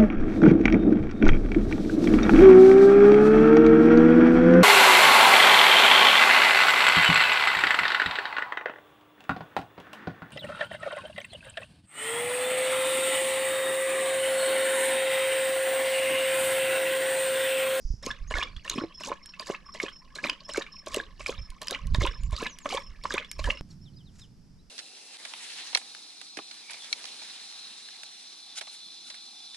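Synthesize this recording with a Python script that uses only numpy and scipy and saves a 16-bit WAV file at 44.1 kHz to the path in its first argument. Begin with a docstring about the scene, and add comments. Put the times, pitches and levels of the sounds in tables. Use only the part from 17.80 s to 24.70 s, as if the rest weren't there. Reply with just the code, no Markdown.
"""Dog drinking outdoors

A big dog laps water from a plastic bowl on a concrete pad, nearly three laps a second. In each lap the tongue
strikes the water and lifts a splashing column whose hollow closes with a gulp; the jaws snap. These are ringing
air pockets over bubbles and filtered noise, coloured by bowl resonances and weak reflections. Wind is low noise
with thuds; birds and a cricket are gliding tones. Then the scene changes with a dry click: lapping and cricket
stop, and a distant rumble comes in under the birdsong."""
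import sys
import numpy as np
from scipy import signal
from scipy.fft import rfft, irfft, next_fast_len
from scipy.io import wavfile
from scipy.ndimage import uniform_filter1d

SR = 44100
rng = np.random.default_rng(int(sys.argv[2]) if len(sys.argv) > 2 else 0)


def store_wav(level_fs):
    """Save 16-bit WAV to argv[1]."""
    pcm = np.round(np.clip(np.atleast_2d(level_fs), -1, 1) * 32767)
    wavfile.write(sys.argv[1], SR, pcm.T.astype(np.int16))


N = 304255
TIME = np.arange(N) / SR
LAPPING_END_S = 5.81

# The laps, one row each; every delay counts from the strike.
# Each row: strike in seconds, strike level in dB, lift delay in seconds, spatter level in dB, spray level in dB,
# gulp delay in seconds, gulp pitch in Hz, gulp level in dB, snap delay in seconds, snap pitch in Hz, snap level in dB.
LAPS = [(0.233, -52, 0.013, -40.5, -45, 0.034, 439.5, -30, 0.078, 3490, -29),
        (.508, -36, 0.041, -37, -43, 0.076, 650, -32, .12, 3400, -25),
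        (0.854, -50, 0.034, -41.5, -52, 0.12, 220.5, -26, 0.16, 1100, -38.5),
        (1.206, -45.5, 0.028, -43, -42, 0.067, 520, -33, 0.12, 1100, -37.5),
        (1.598, -42.5, 0.06, -42, -47, 0.1, 389, -24, 0.15, 2630, -32),
        (1.946, -45.5, 0.056, -44.5, -44.5, 0.088, 395.6, -27, 0.14, 3260, -35.5),
        (2.358, -51.5, 0.07, -35.5, -40, 0.089, 565, -30.5, 0.14, 3100, -20),
        (2.691, -42, 0.044, -43.5, -43, 0.086, 414, -21.5, 0.13, 3780, -32.5),
        (3.069, -38.5, 0.046, -41, -46, 0.1, 429.5, -25, 0.13, 1640, -26),
        (3.403, -46.5, 0.054, -42, -42.5, 0.089, 442.4, -27.5, 0.18, 2344, -48.5),
        (3.82, -43.5, 0.071, -38, -49, .099, 498, -29.5, .127, 2960, -26),
        (4.145, -39, 0.054, -35.5, -42.5, 0.094, 357, -27.5, 0.13, 3390, -30),
        (4.527, -40, 0.048, -39, -44, 0.097, 435.4, -26, 0.14, 3860, -28.5),
        (4.855, -36, 0.035, -39, -39, 0.09, 480, -27.5, 0.12, 945, -27.5),
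        (5.246, -44.5, 0.053, -36, -44.5, 0.095, 412.3, -27.5, 0.1345, 2480, -20),
        (5.591, -40, 0.044, -41, -46, 0.095, 500, -28.5, .1135, 2730, -17.5)]
# Colour of the spatter. Each row: frequency in Hz, relative level in dB.
SPATTER_COLOUR = [(150, 16), (300, -6), (560, 0), (780, -19.5), (1100, 6.5), (1400, -7), (2300, -1.5),
                  (3500, -3), (5000, -2.5), (7000, -8), (10000, -28.5)]
# Water pockets swell over a few cycles; those above the reference pitch ring shorter.
POP_RISE_CYCLES, POP_REFERENCE_HZ = 1.01, 2000


def undb(db):
    """Decibels to gain."""
    return 10 ** (np.asarray(db) / 20)


def unit(x):
    """Scale to rms 1."""
    return x / np.sqrt(np.mean(x ** 2))


def even(x, seconds):
    """Hold the short-term rms close to 1."""
    k = int(seconds * SR) + 1
    power = uniform_filter1d(uniform_filter1d(x ** 2, k), k)
    return x / np.sqrt(power + 1e-12)


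def span(seconds):
    """Time axis of a short sound."""
    return np.arange(int(seconds * SR) + 2) / SR


def fade(t, t60):
    """Exponential decay by 60 dB in t60 seconds."""
    return np.exp(-np.log(1000) * t / t60)


def swell(s, width_s, db):
    """A bell-shaped rise and fall in level around time s."""
    return undb(db) * np.exp(-((TIME - s) / width_s) ** 2)


def walk(rate):
    """Random drift of rms 1, with about `rate` new values a second."""
    k = int(SR / rate)
    steps = np.repeat(rng.standard_normal(N // k + 1), k)
    return unit(uniform_filter1d(steps, k)[:N])


def add(out, s, x):
    """Mix x into out at time s."""
    i = min(max(int(s * SR), 0), N)
    out[i:i + len(x)] += x[:N - i]


def place(x, pan_db):
    """Put a sound between left and right; negative leans right."""
    return x * undb(np.array([[pan_db], [-pan_db]]) / 2)


def colour(x, points):
    """Causal minimum-phase filter through the given (Hz, dB) points."""
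    hz, db = np.transpose(points)
    size = 8192
    grid_hz = np.fft.rfftfreq(size, 1 / SR) + 1
    response_db = np.interp(np.log(grid_hz), np.log(hz), db)
    cepstrum = irfft(np.log(undb(response_db)))
    # folding the cepstrum forwards makes the response causal
    cepstrum[1:size // 2] *= 2
    cepstrum[size // 2 + 1:] = 0
    impulse = irfft(np.exp(rfft(cepstrum)))
    return signal.oaconvolve(x, impulse)[:len(x)]


def band(x, low_hz, high_hz, order=2):
    """Butterworth band-pass."""
    edges = [low_hz, min(high_hz, SR / 2 - 1000)]
    return signal.lfilter(*signal.butter(order, edges, "band", fs=SR), x)


def noise(points):
    """Coloured noise of rms 1."""
    return unit(colour(rng.standard_normal(N), points))


def pocket(hz, t60, glide, rise_cycles=0.071):
    """An air pocket swells, rings and rises in pitch as it nears the surface; returns tone and envelope."""
    t = span(t60)
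    envelope = (1 - np.exp(-t * hz / rise_cycles)) ** 2 * fade(t, t60)
    envelope /= envelope.max()
    bend = 1 + glide * (t / t60 - 1 / 3)
    return envelope * np.sin(2 * np.pi * hz * t * bend), envelope


def bubbles(rate, low_hz, high_hz, cycles, scatter_db, glide):
    """A dense stream of tiny bubbles of uneven size, each swelling softly and gliding upwards."""
    out = np.zeros(N)
    for when, pitch, size, life in rng.random((int(rate * N / SR), 4)):
        hz = low_hz * (high_hz / low_hz) ** pitch
        tone, _ = pocket(hz, cycles * (.5 + life) / hz, glide, POP_RISE_CYCLES)
        level = hz / high_hz * undb(-scatter_db * np.log(1 - size))
        add(out, when * N / SR, tone * level)
    return out


def froth(low_hz, high_hz, patchy_db, rate, count):
    """Countless bursting films, heard as noise whose bands flare up independently."""
    edges = np.geomspace(low_hz, high_hz, count + 1)
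    total = np.zeros(N)
    for lo, hi in zip(edges, edges[1:]):
        total += band(rng.standard_normal(N), lo, hi) * undb(patchy_db * walk(rate))
    return unit(total)


def outdoors(air_db=-58, rumble_db=-53.5):
    """Quiet air, a far bird's buzz at first, then, after the lapping, a distant rumble and two bursts of noise."""
    # Colour of the open air. Each row: frequency in Hz, relative level in dB.
    air_colour = [(30, 2.5), (100, -21.5), (180, -3.5), (300, -17), (600, -26.5), (2500, -36),
                  (4000, -36.5), (5200, -25), (6500, -36.5), (12500, -43), (14000, -56.5)]
    # Colour of the rumble. Each row: frequency in Hz, relative level in dB.
    rumble_colour = [(30, -19.5), (80, 2), (150, 4.5), (220, -4), (330, -13.5), (520, -45.5)]
    # Bursts of noise: the breath in a rough bird chirp, then a rustle of grass.
    # Each row: middle in seconds, half-width in seconds, level in dB.
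    noise_bursts = [(5.915, 0.027, -66.5), (6.401, 0.053, -61.5)]
    wide = undb(-5.0) * noise(air_colour) * np.array([[1], [-1]])  # opposite in left and right
    air = (noise(air_colour) + wide) * undb(air_db + 0.54 * walk(0.68))
    sinking_db = np.interp(TIME, [6.0, 6.8], [2, -8])
    rumble = noise(rumble_colour) * undb(rumble_db + sinking_db) * (TIME > LAPPING_END_S)
    buzz = noise([(3500, -45.5), (4700, 1.0), (5500, 7), (6800, -6), (9000, -28)])
    buzz = buzz * swell(0.09, 0.094, db=-57) * undb(2.0 * walk(115))
    hiss = noise([(300, -11), (1400, 2.5), (3000, -2), (7000, 5.5), (13000, -13)]) * undb(3.4 * walk(180))
    breath_and_grass = hiss * sum(swell(*burst) for burst in noise_bursts)
    return air + place(rumble, pan_db=-4.0) + buzz + breath_and_grass


def wind(breeze_db=-62.5, flutter_db=4):
    """Gusts over a light breeze rumble on the microphone as low noise; the hardest buffets land as thuds."""
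    # Gusts. Each row: middle in seconds, half-width in seconds, level in dB before the flutter.
    gusts = [(.5, 0.31, -46.5), (3.45, 0.24, -51), (4.15, 0.11, -28), (4.47, 0.1, -33), (5.2, 0.19, -46.5),
             (5.67, 0.082, -34.5)]
    # Dull thuds. Each row: start in seconds, pitch in Hz, peak level in dB before panning.
    thuds = [(0.049, 28, -24), (0.102, 36.8, -19.5), (0.138, 99, -30), (.408, 27.5, -29.5),
             (.543, 35, -26.5), (0.766, 49, -32), (3.583, 50, -28), (3.693, 25.7, -33.5),
             (4.119, 61, -21.5), (4.184, 104, -16.5), (4.283, 37.4, -23.5), (4.527, 57.5, -20),
             (5.68, 71, -26.5)]
    strength = undb(breeze_db) + sum(swell(s, width_s, db) for s, width_s, db in gusts)
    strength = strength * undb(flutter_db * walk(25))
    roar = noise([(10, -8.5), (22, 2.5), (45, 3), (130, -15.5), (220, -27.5), (500, -74.0), (2000, -87)])
    out = strength * even(roar, 0.11)
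    for s, hz, db in thuds:
        tone, _ = pocket(hz, 3.87 / hz, glide=0)
        add(out, s, undb(db) * tone)
    return out


def cricket(chirp_hz=5290, overtone_db=-35, rasp=0.036):
    """Three wing strokes a chirp, each rasping a little and arching in pitch as the wing speeds up and slows."""
    # Chirps. Each row: start in seconds, typical stroke level in dB.
    chirps = [(.223, -43), (.555, -46), (0.945, -46.5), (1.137, -45), (1.421, -44), (1.852, -45.5),
              (2.119, -45), (2.641, -43), (2.914, -41), (3.577, -44), (4.3, -46.5), (4.992, -43.5),
              (5.218, -46.5), (5.484, -44.5), (5.741, -47)]
    out, stroke_s, sag = np.zeros(N), .032, .14
    u = span(stroke_s) / stroke_s
    arch = sag * (u.var() - (u - .4) ** 2)
    for s, db in chirps:
        for k, (pitch, force) in enumerate(rng.standard_normal((3, 2))):
            roughness = rasp * rng.standard_normal(len(u))
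            hz = chirp_hz * (1 + .008 * pitch + roughness + arch)
            phase = 2 * np.pi * np.cumsum(hz) / SR
            stroke = np.sin(np.pi * u) ** 2 * (np.sin(phase) + undb(overtone_db) * np.sin(2 * phase))
            add(out, s + k * stroke_s, undb(db + 2.6 * force) * stroke)
    return out


def birds(waver_db=2.5, waver=.006, trill_s=0.59, note_s=0.03, count=9):
    """Songbirds slur arched whistles that waver a little in strength and pitch; one trills rising notes."""
    # Whistles. Each row: start in seconds, length in seconds, start, middle and end pitch in Hz before the waver,
    # level in dB before the waver.
    whistles = [(0.472, 0.044, 6140, 6730, 7200, -51), (1.083, 0.1, 2620, 3280, 3330, -61),
                (1.412, 0.075, 4650, 3700, 3300, -76), (2.617, 0.057, 2700, 3250, 3420, -60),
                (4.402, 0.087, 7100, 7000, 7730, -57), (4.681, 0.078, 7800, 6100, 6000, -49),
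                (4.8, 0.073, 8140, 6500, 5800, -50.5), (5.902, 0.018, 4450, 4370, 3500, -52),
                (5.903, 0.022, 5700, 5560, 4970, -53), (6.011, 0.042, 5000, 5380, 5460, -54.5),
                (6.034, 0.069, 5000, 3510, 2930, -61.5), (6.125, 0.028, 4260, 4200, 3530, -66),
                (6.157, 0.039, 4680, 4990, 5050, -57), (6.167, 0.065, 4800, 3400, 2900, -63),
                (6.248, 0.062, 4400, 3650, 2650, -58.5), (6.394, 0.066, 4400, 3630, 2700, -54.5),
                (6.401, 0.035, 4770, 5150, 5160, -55.5), (6.783, 0.037, 3530, 3960, 3990, -65.5)]
    out, strength, detune = np.zeros(N), undb(waver_db * walk(110)), 1 + waver * walk(280)
    trill = [(trill_s + k * note_s, note_s, 4000, 4530, 4850, -59) for k in range(count)]
    for s, length, start_hz, middle_hz, end_hz, db in whistles + trill:
        u = np.linspace(0, 1, int(length * SR))
        slur = np.polyfit([0, .5, 1], [start_hz, middle_hz, end_hz], 2)
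        hz = np.polyval(slur, u) * np.interp(s + u * length, TIME, detune)
        add(out, s, undb(db) * np.sin(np.pi * u) * np.sin(2 * np.pi * np.cumsum(hz) / SR))
    return out * strength


def distant(x, trees_db=-11, t60=.2):
    """Trees scatter a faint tail of decaying noise behind far calls."""
    t = span(t60)
    trees = rng.standard_normal(len(t)) * fade(t, t60)
    return x + undb(trees_db) * signal.fftconvolve(x, trees / np.linalg.norm(trees))[:N]


def drips(drip_db=-64, ripple_db=-66, fizz_db=-69, start_s=0.216):
    """Under the laps, drops trickle from the jowls into rippling water and tiny bubbles burst on it."""
    drops = bubbles(rate=170, low_hz=630.0, high_hz=3070, cycles=41, scatter_db=3.5, glide=0.2)
    drops = unit(colour(drops, SPATTER_COLOUR))
    fizz = unit(bubbles(rate=110, low_hz=1482, high_hz=6340, cycles=40, scatter_db=1.5, glide=0.092))
    ripple = unit(colour(froth(620, 5220, patchy_db=11.0, rate=70, count=4), SPATTER_COLOUR))
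    return (undb(drip_db) * drops + undb(fizz_db) * fizz + undb(ripple_db) * ripple) * (TIME > start_s)


def ticks(t60=0.014, low_hz=2200, high_hz=10500, tick_db=-1):
    """Drops and wet lips snap with a very short, bright crack of noise."""
    # Sharp ticks of lips and flung drops. Each row: start in seconds, level in dB before the common trim.
    tick_times = [(0.897, -19.5), (1.236, -34), (1.459, -33.5), (1.597, -42), (2.354, -30), (2.773, -23),
                  (3.062, -32.5), (3.143, -22), (3.162, -24), (3.703, -33.5), (3.8167, -24.5), (3.871, -26),
                  (3.909, -18.5), (4.07, -33), (4.143, -47), (4.264, -24.5), (4.435, -36), (4.509, -38),
                  (4.7869, -28.5), (5.2372, -33.5), (5.3394, -20.5), (5.5143, -19.5)]
    out, t = np.zeros(N), span(t60)
    for s, db in tick_times:
        crack = band(rng.standard_normal(len(t)) * fade(t, t60), low_hz, high_hz)
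        add(out, s, undb(db + tick_db) * crack / np.abs(crack).max())
    return out


def flare(db, t60, attack_s, hold_s=0):
    """Power of one splash over time: attack, hold, release."""
    t = span(hold_s + t60)
    envelope = (1 - np.exp(-t / attack_s)) * fade(np.maximum(t - hold_s, 0), t60)
    return (undb(db) * envelope / envelope.max()) ** 2


def splashing(attack_s=0.0015):
    """Levels of spatter, spray and squelch as every lap touches the water, strikes it, lifts it and squeezes it."""
    touch_lead_s, trail_db, trail_t60 = 0.0087, -51, 0.48  # a wet trail begins just before the strike
    touch_spray_db = -49.5
    strike_t60, strike_spray_db = 0.093, -9  # spray in dB over the strike
    # the lifted column builds up, holds until just after the gulp and dies away
    spatter_attack_s, spatter_hold_s, spatter_t60 = 0.014, 0.013, 0.27
    spray_attack_s, spray_hold_s, spray_t60 = 0.0011, 0.0063, 0.17
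    # the jaws squeeze out water just before they snap; level in dB over the mean of spatter and snap
    squeeze_lead_s, squeeze_db, squeeze_t60 = 0.0043, -2.5, 0.033
    spatter, spray, squeeze = np.zeros((3, N))
    for strike_s, strike_db, lift_delay, spatter_db, spray_db, gulp_delay, _, _, snap_delay, _, snap_db in LAPS:
        touch_s, lift_s = strike_s - touch_lead_s, strike_s + lift_delay
        snap_s, lifting_s = strike_s + snap_delay, gulp_delay - lift_delay
        add(spatter, touch_s, flare(trail_db, trail_t60, attack_s))
        add(spray, touch_s, flare(touch_spray_db, spatter_t60, attack_s))
        add(spatter, strike_s, flare(strike_db, strike_t60, attack_s))
        add(spray, strike_s, flare(strike_db + strike_spray_db, strike_t60, attack_s))
        add(spatter, lift_s, flare(spatter_db, spatter_t60, spatter_attack_s, lifting_s + spatter_hold_s))
        add(spray, lift_s, flare(spray_db, spray_t60, spray_attack_s, lifting_s + spray_hold_s))
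        squelch_db = (snap_db + spatter_db) / 2 + squeeze_db
        add(squeeze, snap_s - squeeze_lead_s, flare(squelch_db, squeeze_t60, attack_s))
    return np.sqrt([spatter, spray, squeeze])


def slosh(wash_db=-13, crackle_db=2.0, uneven_db=2.43):
    """Each splash flares up and dies away as bubbles, froth and fine spray; the closing mouth squelches."""
    # Colour of the spray. Each row: frequency in Hz, relative level in dB.
    spray_colour = [(1500, -28), (4000, -2.5), (7000, -4.5), (9500, -13), (12500, -21)]
    spatter_level, spray_level, squeeze_level = splashing()
    grains = unit(bubbles(rate=620, low_hz=224.6, high_hz=4210, cycles=46, scatter_db=3.0, glide=0.2))
    wash = undb(wash_db) * froth(400, 9000, patchy_db=6, rate=190, count=5)
    spatter = even(colour(grains + wash, SPATTER_COLOUR), seconds=.015)
    spatter = unit(spatter * undb(uneven_db * walk(90)))
    mist = froth(2030, 14700, patchy_db=6.5, rate=270, count=6)
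    spray = unit(colour(mist, spray_colour) * undb(crackle_db * walk(400)))
    squelch = unit(band(even(grains, seconds=.01), 1010, 3800))  # band of the mouth
    return spatter * spatter_level + spray * spray_level + squelch * squeeze_level


def hollows(level_db=-20.5, lag_s=0.00787, width_s=.024, octave_s=.026):
    """The hollow under the tongue resonates lower as it deepens, and higher again as it fills after the gulp."""
    out, t = np.zeros(N), span(4 * width_s) - 2 * width_s
    for strike_s, _, _, _, _, gulp_delay, gulp_hz, gulp_db, *_ in LAPS:
        hz = gulp_hz * 2 ** np.minimum(np.abs(t) / octave_s, 2)  # deepest, so lowest, at t = 0
        churn = unit(band(rng.standard_normal(len(t)), 21, 160))
        ring = churn * np.sin(2 * np.pi * np.cumsum(hz) / SR) * np.exp(-(t / width_s) ** 2)
        add(out, strike_s + gulp_delay + lag_s + t[0], undb(gulp_db + level_db) * ring)
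    return out


def pops(glide=0.063, splash_db=-11, splash_db_per_octave=4, splash_below=0.41, splash_above=1.386):
    """Air pockets of strikes, gulps, snaps and stray pops: middle sizes ring cleanest, others splash more."""
    # Air pockets that burst in churned water or under falling drops.
    # Each row: start in seconds, nominal pitch in Hz, level in dB.
    stray_pops = [(.263, 6460, -25.5), (.304, 1690, -29.5), (.5395, 2150, -22.5), (.5535, 1470, -27.5),
                  (.571, 1140, -36), (.5842, 3540, -27), (.614, 2380, -27), (.625, 1180, -29.5),
                  (.634, 3560, -25.5), (.671, 2340, -39.5), (.764, 3380, -37.5), (.85, 1840, -40),
                  (.8778, 2780, -28.5), (.8983, 4070, -20.5), (.8984, 6550, -18.5), (.914, 3700, -29),
                  (.954, 300, -36), (.979, 2590, -31), (.983, 1106, -31), (1.014, 323, -31),
                  (1.036, 335, -25.5), (1.235, 2833, -32), (1.301, 464, -34.5), (1.3142, 560, -34.5),
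                  (1.316, 1054, -25), (1.537, 2650, -41), (1.596, 4750, -28), (2.0, 2170, -21.5),
                  (2.0295, 5540, -28.5), (2.063, 2550, -37), (2.356, 4140, -33.5), (2.385, 1660, -34),
                  (2.44, 2420, -20.5), (2.455, 2980, -38), (2.465, 2030, -33), (2.492, 1030, -33.5),
                  (2.4968, 5020, -24), (2.529, 3010, -36), (2.745, 1560, -30.5), (2.759, 2260, -29.5),
                  (2.7734, 2300, -29), (2.81, 1806, -35), (2.864, 2340, -39.5), (3.1447, 8300, -24),
                  (3.145, 2800, -24.5), (3.146, 620, -34.5), (3.1635, 7830, -27), (3.4613, 2410, -22.5),
                  (3.467, 5130, -31.5), (3.872, 3060, -33.5), (3.8825, 5100, -22), (3.909, 3710, -30),
                  (4.1459, 3700, -23), (4.146, 996, -31), (4.147, 1830, -32.5), (4.209, 2130, -29),
                  (4.2521, 990, -27), (4.263, 1067, -28.5), (4.564, 4630, -28.5), (4.657, 2080, -30),
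                  (4.8574, 1118, -21.5), (4.911, 5100, -40), (4.919, 2930, -31.5), (4.925, 765, -28),
                  (4.971, 2380, -32), (5.237, 4500, -38), (5.253, 1098, -23.5), (5.3058, 1635, -27),
                  (5.424, 2130, -37), (5.446, 3470, -39.5), (5.641, 3160, -30.5), (5.642, 1750, -33.5),
                  (5.662, 1650, -38), (5.673, 980, -31.5), (5.772, 2835, -38.5)]
    strike_pockets, strike_t60, gulp_t60 = [(620, 2.4), (1090, 1.2)], 0.045, 0.011  # (Hz, dB over the strike)
    # hard pops are short: ring time at a reference level, and the rise in level that halves it
    pop_t60, pop_reference_db, pop_halving_db = 0.023, -24, 11.5
    least_ring_cycles = 9.4  # large, low pockets ring on for at least this many cycles
    out, pockets, bursts = np.zeros(N), [], list(stray_pops)
    for strike_s, strike_db, _, _, _, gulp_delay, gulp_hz, gulp_db, snap_delay, snap_hz, snap_db in LAPS:
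        pockets += [(strike_s, hz, strike_db + db, strike_t60) for hz, db in strike_pockets]
        pockets.append((strike_s + gulp_delay, gulp_hz, gulp_db, gulp_t60))
        bursts.append((strike_s + snap_delay, snap_hz, snap_db))
    for s, hz, db in bursts:
        hardness = .5 ** ((db - pop_reference_db) / pop_halving_db)
        pockets.append((s, hz, db, pop_t60 * hardness * min(POP_REFERENCE_HZ / hz, 1) ** .5))
    for s, hz, db, t60 in pockets:
        ring_s = max(t60, least_ring_cycles / hz)
        tone, envelope = pocket(hz, ring_s, glide * rng.uniform(0, 2), POP_RISE_CYCLES)
        splash = unit(band(rng.standard_normal(len(tone)), hz * splash_below, hz * splash_above))
        octaves = np.log2(hz / POP_REFERENCE_HZ)
        share = undb(splash_db + splash_db_per_octave * max(octaves, -octaves / 2))
        add(out, s, undb(db) * (tone + share * splash * envelope) / np.hypot(1, share))
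    return out


def bowl(water, ring_db=-49, scatter_db=-15, scatter_t60=0.18, shelter_db=-21, shelter_t60=0.2, side_db=1):
    """The bowl rings, its pitch swaying with the muzzle; dog, slab and picnic shelter throw back weak reflections."""
    # Resonances of the bowl with the muzzle in it.
    # Each row: pitch in Hz before the sway, t60 in seconds, relative level in dB.
    resonances = [(324, 0.097, -10), (561, 0.049, 2), (1023, 0.021, 9.5), (1715, 0.055, 7.5),
                  (2192, 0.066, -1), (2900, 0.11, 0.5)]
    drift = .012  # depth of the sway as a share of the pitch
    t = span(0.23)
    ring = sum(undb(db + ring_db) * np.cos(2 * np.pi * hz * t) * fade(t, t60) for hz, t60, db in resonances)

    def reflections():
        """One random pattern of two decaying scatters, from nearby and from the shelter."""
        fades = [fade(t, scatter_t60), fade(t, shelter_t60)]
        near, shelter = band(rng.standard_normal((2, len(t))), 480, 6000, order=1) * fades
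        near = undb(scatter_db) * near / np.linalg.norm(near)
        shelter = undb(shelter_db) * shelter / np.linalg.norm(shelter)
        return near / 2 + shelter / 2

    # ringing on a swaying clock and back again moves the resonances but not the water
    sway_hz = len(LAPS) / LAPPING_END_S * (1 + .5 * walk(1.8))
    clock = np.cumsum(1 + drift * np.sin(2 * np.pi * np.cumsum(sway_hz) / SR))
    samples = np.arange(N)
    ringing = signal.fftconvolve(np.interp(samples, clock, water), ring)[:N]
    mid = water + np.interp(clock, samples, ringing) + signal.fftconvolve(water, reflections())[:N]
    side = undb(side_db) * signal.fftconvolve(water, reflections())[:N]
    return np.array([mid + side, mid - side])


def scene(click_db=-28):
    """The dog drinks a little right of centre until the scene changes with a dry click; wind is stronger right."""
    drinking = TIME < LAPPING_END_S
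    dog = bowl(pops() + hollows() + slosh() + drips() + ticks()) * drinking
    click = np.zeros(N)
    add(click, LAPPING_END_S, undb(click_db) * fade(span(.02), 0.033))
    calls = distant(birds() + cricket() * drinking)
    return place(dog + click, pan_db=-1.0) + place(wind(), pan_db=-5.0) + calls + outdoors()


def record(dry, lag_samples=1.0, top_hz=15700):
    """Sound reaches the left microphone port slightly later; each port colours the treble and the top is cut."""
    # Treble response of the left port. Each row: frequency in Hz, level in dB.
    left_port = [(2500, 0.5), (12000, -1), (14200, -11.5)]
    # Treble response of the right port. Each row: frequency in Hz, level in dB.
    right_port = [(5000, 1.5), (12000, -4.5), (14200, -16.5)]
    size = 2 * next_fast_len(N // 2 + 1)
    delay = np.exp(-2j * np.pi * np.fft.rfftfreq(size) * lag_samples)
    left = irfft(rfft(dry[0], size) * delay)[:N]
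    ports = np.array([colour(left, left_port), colour(dry[1], right_port)])
    return signal.sosfilt(signal.ellip(8, .2, 70, top_hz, fs=SR, output="sos"), ports)


dry = scene()
out = record(dry)
store_wav(out)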